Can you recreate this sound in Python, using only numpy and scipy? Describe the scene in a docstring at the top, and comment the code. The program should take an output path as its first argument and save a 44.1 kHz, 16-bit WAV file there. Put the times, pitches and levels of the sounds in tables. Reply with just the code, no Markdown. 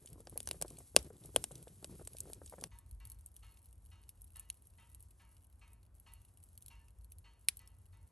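"""Flames rumble, puff and hiss around split logs in a steel fire pit, and the wood snaps loudly. Then the scene
changes: a bed of embers ticks and fizzes and now and then pops, while far off someone hammers a steel tent peg.
Snaps and ticks are torn noise with short resonances, gas is pushes and noise through the hollow firebox, air is
coloured noise, and the peg is a bank of fading modes. A phone stands close by, its two microphone ports ringing
in the treble."""
import sys
import numpy as np
from scipy import signal
from scipy.fft import rfft, irfft, next_fast_len
from scipy.io import wavfile
from scipy.ndimage import map_coordinates

SR = 44100
rng = np.random.default_rng(int(sys.argv[2]) if len(sys.argv) > 2 else 0)


def put_to_file(sound):
    """Save the sound as 16-bit audio at rate SR, in the file named by the first command-line argument."""
    columns = np.atleast_2d(sound).T  # one column per channel
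    safe = np.clip(columns, -1, 1)
    whole_steps = np.round(safe * 32767)
    wavfile.write(sys.argv[1], SR, whole_steps.astype(np.int16))


N = 357651
EMBERS_FROM = 2.674  # s, when the scene changes from the blaze to the embers

# vigour of the flames, in surges and lulls: time_s, flutter_db (before flicker)
FLAMES = [(0.0, -70), (0.1, -67.5), (0.19, -67), (0.25, -70), (0.4, -61.5), (0.58, -68.5), (0.67, -62.5),
          (0.8, -68), (0.88, -76.5), (1.05, -60.5), (1.16, -69), (1.28, -66), (1.6, -66), (1.78, -75),
          (1.94, -61.5), (2.11, -71.5), (2.28, -66), (2.48, -71.5), (2.66, -65)]


def amp(db):
    """Decibels to gain."""
    return 10 ** (np.asarray(db) / 20)


def unit(x):
    """x at rms 1."""
    return x / np.sqrt(np.mean(x ** 2) + 1e-20)


def burst(x):
    """A short sound with the energy of 10 ms at rms 1."""
    return x / np.sqrt(np.sum(x ** 2) / (SR / 100) + 1e-20)


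def along(points, hz):
    """(Hz, value) points read along a log frequency axis."""
    f, v = np.transpose(points)
    return np.interp(np.log(hz + 1), np.log(f + 1), v)


def curve(rows):
    """(s, value) points as one value per sample."""
    return np.interp(np.arange(N) / SR, *np.transpose(rows))


def wobble(rate):
    """A smooth random curve, rate knots a second."""
    knots = rng.standard_normal(int(N * rate / SR) + 4)
    return map_coordinates(knots, [np.arange(N) * rate / SR])


def filtered(x, response):
    """x times a complex response of frequency."""
    m = 2 * next_fast_len(N // 2 + SR // 4)
    return irfft(rfft(x, m) * response(np.fft.rfftfreq(m, 1 / SR)), m)[..., :N]


def causal(gain):
    """The response with this gain that only rings after its cause (minimum phase)."""
    cepstrum = irfft(np.log(gain))
    half = len(cepstrum) // 2
    cepstrum[1:half] *= 2
    cepstrum[half + 1:] = 0
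    return np.exp(rfft(cepstrum))


def colour(x, spectrum, pitch):
    """A short sound through a causal colour, its frequencies multiplied by pitch."""
    hz = np.fft.rfftfreq(2 * len(x), 1 / SR)
    response = causal(amp(along(spectrum, hz / pitch)))
    return irfft(rfft(x, 2 * len(x)) * response)[:len(x)]


def noise(spectrum):
    """Noise of rms 1 with a given colour."""
    return unit(filtered(rng.standard_normal(N), lambda hz: amp(along(spectrum, hz))))


def band(x, lo_hz, hi_hz, order=2):
    """Causal band-pass."""
    sos = signal.butter(order, [lo_hz, min(hi_hz, .48 * SR)], "band", fs=SR, output="sos")
    return signal.sosfilt(sos, x)


def add(track, s, sound):
    """Mix a sound in at time s."""
    start = max(round(s * SR), 0)
    part = track[..., start:start + sound.shape[-1]]
    part += sound[..., :part.shape[-1]]


def sparks(rate, size_db, spread_db):
    """Random impulses, rate a second: many small ones and a few large."""
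    chance = rng.random(N)
    size = np.minimum(rng.exponential(size=N), 3)
    return (chance < rate / SR) * amp(size_db + spread_db * size) * rng.choice([-1, 1], N)


def blazing():
    """1 while the flames burn, 0 over the embers."""
    return 1. * (np.arange(N) / SR < EMBERS_FROM)


def surge():
    """Surges and lulls of the flames, in dB about the mean of their table."""
    return curve(FLAMES) - np.mean([db for s, db in FLAMES])


def glow():
    """Base level in dB per sample: sap boils while the logs blaze; the embers fizz faintly."""
    # fizzing of the hot wood, before the trims below: time_s, level_db
    sap = [(0.0, -73.5), (0.45, -69), (0.7, -69.5), (0.87, -68.5), (1.16, -74.5), (1.36, -67.5),
           (1.55, -71.5), (1.76, -69), (1.95, -69.5), (2.27, -68.5), (2.5, -70.5), (2.66, -70.5)]
    fizz = [(2.7, -81.5), (2.88, -80), (3.13, -76), (3.88, -79.5), (4.94, -77), (5.91, -81.5), (6.06, -78),
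            (7.99, -82.5), (8.11, -80.5)]
    return np.where(blazing(), curve(sap) + 5.5, curve(fizz) + 2)


def fracture(t, t60, rattle_db, rattle_t60):
    """Fibres tear in a brief burst of noise; the steel walls throw the sound about a little longer."""
    return rng.standard_normal(len(t)) * (amp(-60 * t / t60) + amp(rattle_db - 60 * t / rattle_t60))


def firebox(push, pitch=0.98):
    """A push of gas rings the hollow between the logs and the steel walls."""
    # resonance of the hollow at pitch 1: frequency_hz, gain_db
    hollow_modes = [(50, -18.5), (140, -3.5), (200, -7), (260, -14), (330, -3), (450, 2), (650, -3),
                    (850, -10), (1060, -13.5), (1300, -17.5), (1600, -16), (2200, -30.5), (5000, -59)]
    return colour(push, hollow_modes, pitch)


def pops():
    """Each pocket of steam bursts with a bright snap, a woody crack and a low thump; the freed gas flares."""
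    # bursts of steam in the wood, levels as 10 ms rms before the trims and colours below:
    # time_s, snap_db, snap_centre_hz, crack_db, the splinter's first_mode_hz, second_mode_hz,
    # second_mode_db (against the first), third_mode_hz, third_mode_db (against the first),
    # thump_db, left_db (crack, left over right)
    steam_bursts = [(0.2714, -61.5, 8700.0, -58, 4670.0, 3140, -8.5, 5430, -8, -53, 1),
                    (0.3758, -37.5, 11500, -56.5, 4370, 5400, -7, 2780.0, -17.5, -59, 1.5),
                    (0.4035, -46.5, 9200.0, -52.5, 4940.0, 6600, 1, 3400, -4, -60, 3),
                    (0.4739, -43.5, 10200, -47, 6020, 3420, -20.5, 4930, -8, -52, 2),
                    (0.4886, -46, 10800, -53, 4900.0, 3340.0, -7, 6300, 4, -61, 0),
                    (0.5118, -41, 9135, -44, 3000, 3880, 1, 4500, -5, -50, 1),
                    (0.6142, -41.5, 8900, -54, 5520.0, 4570.0, -8, 6300.0, -7, -49.5, 3.5),
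                    (0.6232, -35.5, 9200.0, -45, 6400, 5400, -12.5, 4620.0, -25, -44.5, 4),
                    (0.9637, -21, 9100, -24.5, 2800, 4660, -1.5, 3280, -8, -26.5, 2.5),
                    (1.3614, -28.5, 9700, -33, 3320, 6050.0, -14, 4460, -35, -32, 1),
                    (1.4405, -36, 8500, -45, 5330.0, 6600, -1, 2780.0, -0.5, -52, 1),
                    (1.8443, -45.5, 8200.0, -51.5, 4770.0, 2940, -2, 3900, -2, -54, 1.5),
                    (2.0741, -43.5, 8600, -55, 5860, 4680.0, -9, 3490.0, -16, -58, 2),
                    (2.2044, -40, 8860, -66, 5500, 4160.0, 0, 3230.0, -18, -88, 0),
                    (2.333, -48.5, 9100, -58.5, 3830, 4660, -3, 6600, -9.5, -89, 1),
                    (2.639, -44.5, 10300, -46.5, 5960.0, 5100, -3, 3510.0, -14, -53.5, 1),
                    (4.501, -43.5, 10300.0, -49.5, 4190.0, 6550, 0.5, 2900, -4.5, -86.5, 0),
                    (7.4858, -27.5, 10220, -32.5, 4110, 5100, -2.5, 2370, -2, -67.5, -1.5)]
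    # colour of a splitting log at pitch 1: frequency_hz, gain_db
    log_colour = [(500, -28), (1200, -16), (1800, -14), (2400, -4.5), (3000, -1.5), (4000, -2.5),
                  (5000, -5), (6300, -4.5), (8000, -17.5), (12000, -38)]
    ring_db = 4  # splinter against the tearing
    flare_db, flare_t60 = -16.5, 0.18  # dB against the thump; dying time in s
    lead_s, lead_db = 0.016, -24.5  # faint soft low puff heard just before each pop: lead; dB against the thump
    sides = np.array([[.5], [-.5]])  # left, right
    out, t = np.zeros((2, N)), np.arange(SR // 3) / SR
    for (s, snap_db, snap_hz, crack_db, first_hz, second_hz, second_db,
         third_hz, third_db, thump_db, left_db) in steam_bursts:
        spit = fracture(t, t60=.005, rattle_db=-17, rattle_t60=.028)
        snap = band(spit, .82 * snap_hz, 1.12 * snap_hz) + .5 * band(spit, 11500, 13500)
        tear = colour(fracture(t, t60=0.0016, rattle_db=-11.5, rattle_t60=0.026), log_colour, 0.95)
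        ring = splinter(t, [(first_hz, 0), (second_hz, second_db), (third_hz, third_db)])
        crack = burst(burst(tear) + amp(ring_db) * ring)
        flare = burst(firebox(rng.standard_normal(len(t)) * amp(-60 * t / flare_t60), 0.9))
        add(out, s, amp(snap_db - 4.5) * burst(snap))
        add(out, s, amp(thump_db) * (thump(t) + amp(flare_db) * flare))
        add(out, s, amp(crack_db + left_db * sides) * crack)
        lead_puff = burst(firebox(amp(-60 * t / 0.0064)))
        add(out, s - lead_s, amp(thump_db + lead_db) * lead_puff)
        strength = np.hypot(amp(crack_db), amp(snap_db - 5.0))
        add(out, s, amp(-29.0) * strength * np.array([outdoors(t), outdoors(t)]))
    return out


def splinter(t, modes):
    """A freed splinter, jolted once, rings very briefly in its own (Hz, dB) modes."""
    half_hz = 150  # half the width of a mode
    jolt = (1 - np.exp(-t / .0002)) * np.exp(-t / .00004)
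    ring = sum(amp(db) * burst(band(jolt, hz - half_hz, hz + half_hz, order=1)) for hz, db in modes)
    return burst(band(ring, 2150, 12000))


def thump(t):
    """The escaping gas pushes hard, then slackens: a knock that falls in pitch and stirs firebox and walls."""
    # the steel walls: frequency_hz, width_hz, level_db (before the wall mix below)
    wall_modes = [(1123, 79, -10), (1595, 160, -8)]
    hz = 135 + 950 * np.exp(-t / .003 + .08 * rng.standard_normal())
    push = (1 - np.exp(-t / .0015)) * (amp(-60 * t / .014) + amp(-30 - 60 * t / .08))
    knock = burst(push * np.sin(2 * np.pi * np.cumsum(hz) / SR))
    hollow = burst(firebox(fracture(t, t60=0.013, rattle_db=-19.0, rattle_t60=0.044), 1.1))
    walls = sum(amp(db) * burst(np.sin(2 * np.pi * f * t) * np.exp(-np.pi * width * t))
                for f, width, db in wall_modes)
    return burst(knock + 1.1 * hollow - .85 * walls)


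def outdoors(t):
    """The faint, quickly fading answer of the ground and the things standing around."""
    swell = 1 - np.exp(-t / 0.0048)
    return burst(band(rng.standard_normal(len(t)), 1200, 9000, order=1) * amp(-60 * t / 0.23) * swell)


def crackle():
    """Clear ticks over many tiny random splits in the char, which the flames' lulls thin out."""
    # short clear ticks, a few of them the sharp edge of a hammer blow, levels as 10 ms rms:
    # time_s, snap_db, crack_db, ring_hz
    clear_ticks = [(0.059, -58.5, -68, 6600), (0.0733, -63, -61, 3070), (0.13, -62.5, -70.5, 5280),
                   (0.296, -61, -71, 6498), (0.6803, -61, -64, 5090), (0.703, -59.5, -64, 6060),
                   (0.77, -65, -65.5, 4350), (0.786, -55.5, -68, 5960), (0.9886, -59, -53, 5670),
                   (1.238, -66.5, -66.5, 3600), (1.2574, -58, -74, 5300), (1.4238, -64.5, -79, 4300),
                   (1.5184, -60.5, -68.5, 3880), (1.5545, -60.5, -58, 6100), (1.6272, -62.5, -70, 3180),
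                   (1.6798, -63, -65, 3505), (2.05, -61.5, -69, 5800), (2.1329, -63, -69, 6670),
                   (2.1678, -58.5, -61.5, 5300), (2.1846, -58, -63.5, 6070), (2.3195, -64.5, -80, 6600),
                   (2.4607, -56, -66.5, 4820), (2.476, -71, -65, 5630), (2.611, -58, -62.5, 6400),
                   (2.7871, -61.5, -76, 4210), (2.911, -65, -74.5, 4230), (3.0525, -58.5, -67, 4560),
                   (3.072, -63, -75, 6150), (3.0998, -55, -70, 5200), (3.118, -59, -69, 4230),
                   (3.2606, -55, -76, 6390), (3.3645, -59, -67, 6040), (3.572, -75, -72, 2740),
                   (3.6574, -66, -79, 4130), (3.7278, -68.5, -78, 2860), (3.86, -70, -78, 2970),
                   (4.0365, -75, -74.5, 2910), (4.0914, -56.0, -65, 5400), (4.2175, -60.5, -84, 5370),
                   (4.2428, -65, -81, 3750), (4.3586, -61.5, -68, 2750), (4.368, -59.5, -69.5, 3050),
                   (4.3959, -52, -66, 2880), (4.6701, -66.5, -82.5, 6160), (4.9472, -60, -70.5, 4000),
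                   (5.0047, -65, -79.5, 4460), (5.0254, -64.5, -91, 5900), (5.11, -72, -78.5, 2950),
                   (5.3672, -75, -74, 2900), (5.732, -66.5, -85, 2650), (5.83, -76, -78, 4260),
                   (5.9986, -65, -81.5, 2800), (6.1362, -60.5, -76, 2920), (6.25, -73.5, -77.5, 2900),
                   (6.373, -69.5, -76, 2920), (6.429, -71, -79, 4060), (6.438, -64, -87, 4360),
                   (6.5765, -59, -68, 4340), (6.623, -63, -69, 6300), (6.661, -59.5, -67.5, 4240),
                   (6.6817, -59, -66, 4100), (6.8828, -74.5, -74, 2710), (7.0448, -66.5, -76, 4260),
                   (7.1198, -59.5, -68.5, 6200), (7.184, -63.5, -75.5, 4330), (7.5696, -54.5, -71.5, 4130),
                   (7.592, -64, -69.5, 4410), (7.6746, -64.5, -67, 5400)]
    flame_rate, flame_db = 30, -76.5  # base splits a second; dB of the smallest
    ember_rate, ember_db = 42, -3.5  # base splits a second; dB of the smallest against glow()
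    out, fire = np.zeros(N), blazing()
    for s, snap_db, crack_db, ring_hz in clear_ticks:
        add(out, s, tick(s, snap_db, crack_db, ring_hz))
    clumps = np.exp(.3 * wobble(5))
    vigour = amp(surge() / 2)  # lulls crackle less
    flaming = sparks(flame_rate * clumps * vigour, flame_db, spread_db=5.5)
    glowing = amp(glow()) * sparks(ember_rate * clumps, ember_db, spread_db=2.5)
    hits = fire * flaming + (1 - fire) * glowing
    for i in np.flatnonzero(hits):
        woody = np.clip(rng.standard_normal(), -2, 2)
        # borrow a ring from the clear ticks of the same stage of the fire
        ring_hz = rng.choice([row[3] for row in clear_ticks if (row[0] < EMBERS_FROM) == fire[i]])
        add(out, i / SR, hits[i] * tick(i / SR, 0, -10 + 2.8 * woody, ring_hz))
    return out


def tick(s, snap_db, crack_db, ring_hz):
    """One tick at time s: a thin snap, and a woody crack that rings for a moment."""
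    t = np.arange(SR // 40) / SR
    tear = fracture(t, t60=.0065, rattle_db=-13, rattle_t60=.045) * (1 - np.exp(-t / .0004))
    centre_hz = 9200 if s < EMBERS_FROM else 10970  # dry char ticks higher than burning wood
    snap_hz = centre_hz * np.exp(0.079 * np.clip(rng.standard_normal(), -2, 2))
    snap = burst(band(tear, .8 * snap_hz, 1.2 * snap_hz))
    ring = burst(np.sin(2 * np.pi * ring_hz * t) * amp(-60 * t / .015))
    crack = burst(burst(band(tear, 2600, 6800, order=3)) + amp(-3.0) * ring)
    return amp(snap_db) * snap + amp(crack_db) * crack


def puffs():
    """Gas ignites in soft, dull pats: clear ones, each at its own pitch, over a patter that follows the flames."""
    # the larger pockets of gas catching fire: time_s, level_db (10 ms rms), centre_hz
    gas_pockets = [(0.049, -65, 537), (0.156, -57, 336), (0.179, -61, 337), (0.203, -57.5, 366),
                   (0.326, -60.5, 450), (0.358, -53, 550), (0.369, -57.5, 533), (0.544, -57.5, 570),
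                   (0.648, -48.5, 483), (0.709, -56.5, 356), (0.784, -60.5, 450), (0.805, -61.5, 615),
                   (1.104, -52.5, 470), (1.155, -66.5, 380), (1.25, -61, 454), (1.292, -64.5, 430),
                   (1.51, -54, 510), (1.672, -53.5, 540), (1.828, -56.5, 474), (1.895, -56.5, 306),
                   (1.996, -57, 423), (2.012, -54, 520), (2.149, -57, 527), (2.256, -61, 415),
                   (2.274, -57, 475), (2.284, -62, 475), (2.299, -53.5, 528), (2.327, -61, 434),
                   (2.417, -53.5, 455), (2.463, -72, 458), (2.525, -53.5, 674), (2.537, -51.5, 624),
                   (2.583, -53.5, 550), (2.624, -50.5, 406)]
    plain_hz = 520  # centre of a puff that leaves the firebox at pitch 1
    out, t = np.zeros(N), np.arange(SR // 12) / SR
    for s, db, hz in gas_pockets:
        push = amp(-60 * t / .001) + .6 * fracture(t, t60=.03, rattle_db=-16, rattle_t60=.06)
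        add(out, s, amp(db) * burst(firebox(push, hz / plain_hz)))
    pat = burst(firebox(amp(-60 * t / 0.02), 0.6))
    # 100 pats a second, the smallest 8 dB under the flames' table
    patter = sparks(100, -8, spread_db=3.5) * amp(curve(FLAMES)) * blazing()
    return out + signal.fftconvolve(patter, pat)[:N]


def flutter():
    """Flames flutter: low noise whose level surges with the fire and flickers fast."""
    # relative colour of the flames: frequency_hz, density_db (per Hz)
    flame_colour = [(60, -15.5), (125, 9.5), (185, 3.5), (245, -7.5), (380, -1.5), (600, -14),
                    (1000, -23.5), (2000, -29.5), (5000, -29.5), (10000, -48)]
    flicker_db = 8 * np.tanh(7.4 * wobble(36))  # at most 8 dB either way
    return amp(curve(FLAMES) + flicker_db) * noise(flame_colour) * blazing()


def rumble():
    """Rising air rumbles in uneven surges, slightly different at each port."""
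    # relative colour of the rumble: frequency_hz, density_db (per Hz)
    rumble_colour = [(20, -36), (35, -24.5), (50, 2), (66, -2.5), (95, -4), (125, -17.5), (180, -30.5),
                     (400, -44.5), (1000, -100)]
    # strength of the rising air, before trim and wobble: time_s, level_db
    updraught = [(0.0, -69.5), (0.13, -59.5), (0.92, -59.5), (1.02, -52), (1.11, -64), (1.35, -62),
                 (1.38, -49), (1.47, -63), (1.83, -62), (1.92, -56), (2.62, -62.5), (3.07, -53.5),
                 (3.3, -61.5), (5.99, -63.5), (7.2, -59.5), (7.3, -67), (8.06, -56.5), (8.11, -75.5)]
    eddies = np.array([noise(rumble_colour), noise(rumble_colour)])
    air = noise(rumble_colour) + amp(-21) * eddies
    return amp(curve(updraught) + 0.45 + 1.4 * wobble(16) + 1.2 * wobble(24)) * air


def hiss():
    """Hot wood fizzes: bright noise that sizzles and partly follows the flames' surges and lulls."""
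    # relative colour of the hiss: frequency_hz, density_db (per Hz)
    hiss_colour = [(300, -33.5), (1200, -11), (2500, -7), (5000, -3.5), (8000, 1), (11300, 3), (13000, -8),
                   (16000, -17)]
    surge_db = .3 * surge() * blazing()
    sizzle_db = 1.0 * wobble(6) + 2.2 * wobble(35) + 1.0 * wobble(420)
    return amp(glow() + surge_db + sizzle_db - 7.0) * noise(hiss_colour)


def hammer():
    """Far blows arrive as a noisy clack and the peg's fading modes, smeared by the surroundings."""
    # hammer blows: time_s, level_db (before trim), favoured_hz (modes this blow lifts),
    # high_db (the highest modes: a glancing blow has less)
    blows = [(2.713, -68.5, 950, -2), (3.001, -69.5, 2830, -3), (3.424, -67.5, 2820, 1.5),
             (3.915, -69, 2820, 0.5), (4.353, -67, 2820, 2.5), (4.782, -68.5, 2830, -7),
             (5.195, -70, 2540, -4.5), (5.612, -68.5, 2496, -6.5), (6.062, -66.5, 2793, -4.5),
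             (6.702, -66.5, 2914, -2), (7.242, -68, 2800, -2), (7.596, -70, 2860, -0.5),
             (7.927, -73.5, 2000, -2.5)]
    # modes of the peg before each blow's lift: frequency_hz, level_db
    peg_modes = [(908, -2.5), (935, 0.5), (969, -9), (1086, -4), (1168, -8), (1260, -8), (1295, -5),
                 (1369, -12), (1515, -14.5), (1643, -7.5), (1760, -7), (1978, -0.5), (2165, -7),
                 (2225, -11.5), (2254, -10.5), (2326, -9), (2427, -13.5), (2533, -7.5), (2735, -4.5),
                 (2828, -4.5), (2904, -8), (2947, -12), (3083, -8.5), (3231, -16), (3296, -10.5),
                 (3663, -8), (3776, -7.5), (4230, -7), (4275, -10.5), (4338, -1.5), (4480, -17),
                 (5160, -14), (5750, -14), (6420, -7)]
    # the hammer's noisy contact at pitch 1: frequency_hz, gain_db
    clack_colour = [(500, -17), (900, -0.5), (1500, -7.5), (2200, -4), (3000, -8.5), (4200, -10.5),
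                    (4700, -14), (6300, -12.5), (9000, -17), (12000, -42)]
    peg_t60, damping = 0.52, 0.14  # s at 2 kHz; power of frequency by which higher modes die sooner
    rise_s = 0.0035  # swell of a mode at 2 kHz; lower ones take longer
    favour_db, favour_octaves = 5.5, 0.12  # how much, and how widely, the place of the blow lifts modes
    high_modes_hz = 3700  # only a square blow rings the peg fully above this
    waver = 0.69  # scattered paths against the straight one
    clack_db, clack_t60 = -5, 0.39  # starting dB before its swell; s
    out, t = np.zeros(N), np.arange(SR // 2) / SR
    hz, db = np.transpose(peg_modes)
    count = len(peg_modes)
    lowness = 2000 / hz[:, None]
    fade = amp(-60 * t / (peg_t60 * lowness ** damping)) * (1 - np.exp(-t / (rise_s * lowness ** 2)))
    modes = np.exp(2j * np.pi * hz[:, None] * t) * fade
    for s, blow_db, favoured_hz, high_db in blows:
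        octaves = np.log2(hz / favoured_hz)
        lift_db = favour_db * np.exp(-.5 * (octaves / favour_octaves) ** 2) + high_db * (hz > high_modes_hz)
        size = amp(db + lift_db + 2.5 * rng.standard_normal(count))
        strength = size * np.exp(2j * np.pi * rng.random(count))
        # scattered paths make each mode waver in size and phase
        knots = rng.standard_normal((count, 18)) + 1j * rng.standard_normal((count, 18))
        paths = signal.resample(knots, len(t), axis=1)
        ring = (strength @ ((1 + waver * paths) * modes)).real / np.linalg.norm(strength)
        contact = unit(colour(rng.standard_normal(len(t)), clack_colour, 0.946))
        clack = contact * amp(clack_db - 60 * t / clack_t60) * (1 - np.exp(-t / 0.0034))
        add(out, s, amp(blow_db + 2.5) * (ring + clack))
    return out


def open_air():
    """Faint steady noise of the open air, reaching each port partly on its own."""
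    # relative colour of the air: frequency_hz, density_db (per Hz)
    air_colour = [(60, -5), (160, 4.5), (300, -3.5), (550, -8.5), (1000, -10.5), (1800, -19), (4000, -30),
                  (8000, -34.5), (16000, -31.5)]
    shared = amp(-77.5) * noise(air_colour)
    return shared + amp(-82.5) * np.array([noise(air_colour), noise(air_colour)])


def scene():
    """The fire, the far hammer and the open air together."""
    fire = pops() + crackle() + puffs() + flutter() + rumble() + hiss()
    return fire + hammer() + open_air()


def record(dry):
    """The ports ring near 10 kHz, out of step with each other; nothing is kept above the band limit."""
    # the phone's treble resonance: frequency_hz, gain_db
    port_ring = [(6800, 0), (7800, 1), (8700, 2.5), (9600, 6), (10500, 11), (11300, 7), (12000, -3.5),
                 (12700, -6.5), (13500, -17.5), (15200, -6.5), (16500, -22)]
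    # how the two ports differ: frequency_hz, left_lead_rad
    port_phase = [(60, .1), (500, .2), (1300, .55), (3200, .7), (5000, .45), (7000, .1), (8100, .5),
                  (8790, -.2), (9220, -1.4), (10250, -3.14), (11600, -5.9), (13200, -8.7), (16400, -13)]
    # and in level: frequency_hz, left_over_right_db
    port_balance = [(60, 0.5), (130, 0.5), (290, 1.5), (640, 1), (1410, 1.5), (3100, -0.5), (6820, 0.5),
                    (15000, 0.5)]
    top_hz = 16500

    def phone(hz):
        """Response of the left and right ports."""
        half = np.array([[.5], [-.5]])
        ports = amp(along(port_balance, hz) * half) * np.exp(1j * along(port_phase, hz) * half)
        return causal(amp(along(port_ring, hz))) * ports * (hz < top_hz)
    return filtered(dry, phone)


dry = scene()
out = record(dry)
put_to_file(out)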